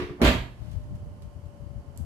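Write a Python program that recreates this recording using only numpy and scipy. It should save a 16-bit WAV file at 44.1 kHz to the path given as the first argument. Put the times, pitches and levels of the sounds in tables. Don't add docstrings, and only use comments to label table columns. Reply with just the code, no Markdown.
import sys
import numpy as np
from scipy import signal
from scipy.fft import rfft, irfft, next_fast_len
from scipy.io import wavfile
from scipy.ndimage import map_coordinates

SR = 44100
rng = np.random.default_rng(int(sys.argv[2]) if len(sys.argv) > 2 else 0)


def log_audio(samples):
    frames = np.atleast_2d(samples).T
    limited = np.clip(frames, -1, 1)
    pcm = np.round(limited * 32767).astype(np.int16)
    wavfile.write(sys.argv[1], SR, pcm)


N = 90404

# frequency_hz, t60_s
ROOM_DECAY = [(60, 0.48), (125, 0.8), (250, .42), (1000, 0.43), (3000, 0.39), (7000, 0.37), (13000, 0.39)]
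# frequency_hz, correlation
ROOM_COHERENCE = [(60, 0.96), (300, 0.87), (600, 0.78), (1100, 0.0046), (3500, -0.51), (10000, 0.29)]
AIR_COHERENCE = [(100, 0.8), (300, 1), (600, 0.089), (1500, 0)]
# start_s, twang_db, scrape_db
HINGE_SLIPS = [(.0, -32, -31.5), (0.019, -48.5, -41), (.096, -37, -46.5)]
# pitch_hz, relative_db, t60_s
SPRING_MODES = [(132, -12, 0.19), (200, -11.5, 0.12), (289.2, -6, 0.4), (359.6, 3, 0.25), (415, -6.5, 0.3),
                (1157, -8, 0.083), (1814, -21.5, 0.19)]
CABINET_MODES = [(58.8, -0.5, 0.17), (74, -1.5, 0.12), (129.2, -8, 0.22), (180, -5, 0.29),
                 (231.7, -1, 0.23), (246.3, -3, 0.24), (288.9, -6.5, 0.33), (355, -10.5, 0.33),
                 (362, -16.5, 0.45), (394, -13.5, 0.42), (478.2, -20, 0.53), (578.5, -12.5, 0.34),
                 (641, -9.5, 0.21), (719, -19, 0.44), (762, -23, 0.47)]
WIRE_MODES = [(933, 4, 0.28), (1028, 1, 0.17), (1212, -3, 0.38), (1860, -21, 0.43), (2159, -1, .45),
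              (2256, -2.5, 0.44), (2680, -2, 0.32), (3100, -5, 0.35), (3250, -7, 0.43), (3630, -5, 0.14),
              (4104, -1, 0.2), (6045, -14.5, 0.11), (6700, -11, 0.28)]
# time_s, level_db
RUMBLE_LEFT = [(0, -53), (.025, -24), (.07, -50.5), (.56, -51), (.61, -30.5), (.78, -32), (.86, -42),
               (.92, -24), (.98, -39), (1.08, -39.5), (1.17, -51), (1.26, -30), (1.31, -50.5),
               (1.37, -41.5), (1.47, -37.5), (1.55, -47.5), (1.63, -35.5), (1.74, -38.5), (1.78, -30.5),
               (1.83, -58), (1.88, -37), (1.95, -46), (2.01, -30.5)]
RUMBLE_RIGHT = [(0, -48), (.6, -61), (.75, -61), (.81, -40), (.95, -36), (.99, -43.5), (1.04, -33),
                (1.28, -49), (1.42, -49), (1.52, -65), (1.69, -64), (1.79, -37.5), (1.84, -55), (2.05, -46)]
# start_s, level_db, pitch_hz
LOW_THUMPS = [(0.105, -33.5, 130), (0.671, -43.5, 76.1), (0.775, -29.5, 84.5), (0.916, -36.5, 79.4),
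              (1.249, -32, 70), (1.359, -34.5, 72), (1.459, -33.5, 75), (1.624, -33, 90), (1.759, -29, 84),
              (1.998, -39, 221)]
# time_s, pitch_hz, level_db
FAN_WHINE = [(.5, 610, -84), (.64, 606, -60.5), (1.0, 593, -60), (1.42, 579, -63), (1.55, 577, -58),
             (2.05, 570, -63)]
# pitch_hz, level_db
FAN_TONES = [(705, -80.5), (883, -77), (1061, -74.5), (2998, -86), (4576, -88)]
# start_s, boom_db, clack_db
DOOR_BLOWS = [(0.195, -43, -74), (.217, -14, -16), (0.2311, -23.5, -26), (0.2468, -21, -17.5),
              (0.2624, -27, -28), (.279, -31.5, -23.5), (0.2956, -30.5, -30)]
# start_s, level_db, t60_s
FINGER_TICKS = [(0.714, -59, 0.21), (0.951, -62.5, 0.12), (1.221, -56.5, 0.074), (1.456, -64, .05),
                (1.9615, -56, 0.012), (1.98, -61.5, 0.18)]
# frequency_hz, relative_db
SCRAPE_SPECTRUM = [(100, -11.5), (400, 3.5), (600, -13), (1100, -7), (2800, -12), (5000, -24), (8000, -37),
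                   (13000, -41)]
RUMBLE_SPECTRUM = [(25, -12), (50, -2), (82, 4), (146, -6), (232, -18.5), (350, -31.5), (600, -81),
                   (1500, -86)]
AIR_SPECTRUM = [(60, 1), (230, 0.5), (350, -4.5), (520, -6), (700, -7), (1000, -12), (1550, -20),
                (2600, -26.5), (3050, -22), (3500, -32), (4600, -29), (13000, -35.5)]
SEAL_SPECTRUM = [(150, 6), (400, 3.5), (1000, -3.5), (2300, -20), (4000, -39), (8000, -45)]
CLACK_SPECTRUM = [(60, 11), (150, -8), (280, 0), (450, 2), (530, -25), (640, 1.5), (830, -16.5),
                  (1000, -12), (2500, -10.5), (4200, -24), (5500, -29.5), (8000, -29.5), (10500, -30),
                  (12000, -21.5), (14000, -59)]
RACK_SPECTRUM = [(200, -15), (600, -0.5), (800, -8.5), (1000, -3), (1400, -7.5), (2200, -5), (3000, -9),
                 (4300, -11.5), (5500, -25), (7800, -25), (9300, -57), (10800, -40), (11900, -29.5),
                 (13000, -65)]
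TOWEL_SPECTRUM = [(500, 2), (2000, 5), (4000, 2.5), (7000, -7), (13000, -8)]
FINGER_SPECTRUM = [(1000, -2), (3500, 0.5), (7000, -3), (13000, -7.5)]
DETENT_SPECTRUM = [(1000, -30), (3500, -11), (6000, -14), (7700, -1), (8800, -9), (10300, -9), (12000, -5),
                   (14000, -12)]

SEAL_S = 0.2167
RATTLE_START_S, RATTLE_PEAK_S, RATTLE_RELEASE_S, RATTLE_ROOM_DB = 0.217, 0.252, 0.28, -1.5
TIME = np.arange(N) / SR


def amp(db):
    return 10 ** (np.asarray(db) / 20)


def along(points, hz):
    frequencies, values = np.transpose(points)
    return np.interp(np.log(hz + 1), np.log(frequencies + 1), values)


def curves(rows):
    times, *columns = np.transpose(rows)
    return [np.interp(TIME, times, column) for column in columns]


def wobble(knots_per_s):
    return map_coordinates(rng.standard_normal(400), [TIME * knots_per_s], mode="wrap")


def filtered(x, response):
    size = next_fast_len(N + SR // 2)
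    return irfft(rfft(x, size) * response(np.fft.rfftfreq(size, 1 / SR)), size)[..., :N]


def spread(pair, spectrum, coherence):
    def response(hz):
        angle = np.arccos(np.clip(along(coherence, hz), -1, 1)) / 2
        return amp(along(spectrum, hz)) * [np.cos(angle), np.sin(angle)]
    mid, side = filtered(pair, response)
    stereo = np.array([mid + side, mid - side])
    return stereo / np.sqrt(np.mean(stereo ** 2) + 1e-20)


def noise(spectrum, coherence=ROOM_COHERENCE):
    return spread(rng.standard_normal((2, N)), spectrum, coherence)


def fade(start_s, t60_s):
    age = TIME - start_s
    return (age >= 0) * np.exp(-np.log(1000) * np.maximum(age, 0) / t60_s)


def ring(modes, start_s, spread_db=1.5):
    return sum(amp(db + spread_db * rng.standard_normal()) * fade(start_s, t60)
               * np.sin(2 * np.pi * hz * (TIME - start_s)) for hz, db, t60 in modes)


def pan(left_db):
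    return amp(np.array([[left_db], [-left_db]]) / 2)


def kitchen(x, room_db, build_s=0.0032):
    x = np.atleast_2d(x)
    white = noise([(100, 0)])[:, :SR]
    hz, t, bands = signal.stft(white, SR, nperseg=512)
    decay = np.exp(-np.log(1000) * t / along(ROOM_DECAY, hz)[:, None])
    tail = signal.istft(bands * decay, SR, nperseg=512)[1]
    tail *= 1 - np.exp(-np.arange(tail.shape[1]) / SR / build_s)
    tail /= np.linalg.norm(tail[0])
    return x + amp(room_db) * signal.fftconvolve(x, tail, axes=1)[:, :N]


def hinge():
    twang = sum(amp(db) * ring(SPRING_MODES, s) for s, db, _ in HINGE_SLIPS)
    scrape = sum(amp(db) * fade(s, t60_s=0.15) for s, _, db in HINGE_SLIPS) * noise(SCRAPE_SPECTRUM)
    return kitchen(twang, room_db=-10) + kitchen(scrape, room_db=-1.5)


def rumble_and_thumps(width_s=0.0045):
    level_db = curves(RUMBLE_LEFT) + curves(RUMBLE_RIGHT)
    rumble = amp(level_db) * noise(RUMBLE_SPECTRUM, coherence=[(100, 0.16)])
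    thumps = np.zeros(N)
    for start_s, db, hz in LOW_THUMPS:
        age = TIME - start_s
        pulse = np.exp(-(age / width_s - 1) ** 2 / 2)
        thumps -= amp(db) * pulse * np.sin(2 * np.pi * hz * age)
    return rumble + pan(13) * thumps


def fan():
    def tone(hz, db):
        envelope = np.sqrt(2) * amp(db + 1.5 * wobble(18))
        pitch_hz = hz + 3.5 * wobble(40)
        return envelope * np.sin(2 * np.pi * np.cumsum(pitch_hz) / SR)
    tones = tone(*curves(FAN_WHINE)) + sum(tone(hz, db) for hz, db in FAN_TONES)
    air = amp(-53 + 0.2 * wobble(5)) * noise(AIR_SPECTRUM, AIR_COHERENCE)
    return pan(-3) * (tones + air)


def slam(seal_db_per_s=767, attack_s=0.0011):
    seal = amp(-28 - seal_db_per_s * np.abs(TIME - SEAL_S)) * noise(SEAL_SPECTRUM)
    boom = np.zeros(N)
    for start_s, db, _ in DOOR_BLOWS:
        attack = 1 - np.exp(-np.abs(TIME - start_s) / attack_s)
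        boom += amp(db) * attack * ring(CABINET_MODES, start_s, spread_db=1)
    clack = sum(amp(db) * fade(s, t60_s=0.06) for s, _, db in DOOR_BLOWS) * noise(CLACK_SPECTRUM)
    return kitchen(boom, room_db=-17.5) + kitchen(seal + clack, room_db=2)


def rattle(contacts_per_s=900, spread_db=2.5, fall_db_per_s=406):
    contacts = (rng.random((2, N)) < contacts_per_s / SR) * rng.choice([-1, 1], (2, N))
    contacts = contacts * amp(spread_db * rng.standard_normal((2, N)))
    rise_db = np.interp(TIME, [RATTLE_START_S, RATTLE_PEAK_S], [-9, 0])
    fall_db = fall_db_per_s * np.maximum(TIME - RATTLE_RELEASE_S, 0)
    envelope = (TIME > RATTLE_START_S) * amp(-23.5 + rise_db - fall_db)
    clatter = envelope * spread(contacts, RACK_SPECTRUM, ROOM_COHERENCE)
    wires = sum(ring([mode], RATTLE_PEAK_S + rng.uniform(-0.015, 0.015)) for mode in WIRE_MODES)
    return kitchen(clatter + amp(-37) * wires, RATTLE_ROOM_DB)


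def glass(count=70, low_hz=1497, high_hz=8976, t60_s=0.3):
    partials = np.zeros(N)
    for pitch_draw, time_draw in rng.random((count, 2)):
        hz = low_hz + (high_hz - low_hz) * pitch_draw
        start_s = RATTLE_START_S + (RATTLE_RELEASE_S - RATTLE_START_S) * np.sqrt(time_draw)
        partials += ring([(hz, along(RACK_SPECTRUM, hz), t60_s)], start_s, spread_db=2.5)
    return kitchen(amp(-31.5) * partials, RATTLE_ROOM_DB)


def standing_wave(pitch_hz=123.8, peak_s=0.384, rise_db_per_s=160, fall_db_per_s=130):
    t = TIME - peak_s
    level_db = -31 + np.minimum(rise_db_per_s * t, -fall_db_per_s * t)
    return amp(level_db) * np.sin(2 * np.pi * pitch_hz * t)


def towels(peak_s=0.67, fade_db_per_s=45):
    onset = np.interp(TIME, [SEAL_S, peak_s], [0, 1])
    swell = amp(-62 - fade_db_per_s * np.abs(TIME - peak_s))
    return onset * swell * noise(TOWEL_SPECTRUM)


def knob():
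    brush = sum(amp(db) * fade(s, t60) for s, db, t60 in FINGER_TICKS) * noise(FINGER_SPECTRUM)
    click = amp(-37.5) * fade(start_s=1.9752, t60_s=0.0092) * noise(DETENT_SPECTRUM)
    return pan(-3) * kitchen(brush + click, room_db=-4.5)


def scene():
    door = hinge() + slam() + rattle() + glass() + standing_wave() + towels()
    return pan(-3) * door + knob() + rumble_and_thumps() + fan()


def record(dry, low_hz=37, top_hz=13100):
    highpass = signal.butter(N=4, Wn=low_hz, btype="high", fs=SR, output="sos")
    return filtered(signal.sosfilt(highpass, dry), lambda hz: 1 / np.sqrt(1 + (hz / top_hz) ** 240))


dry = scene()
out = record(dry)
log_audio(out)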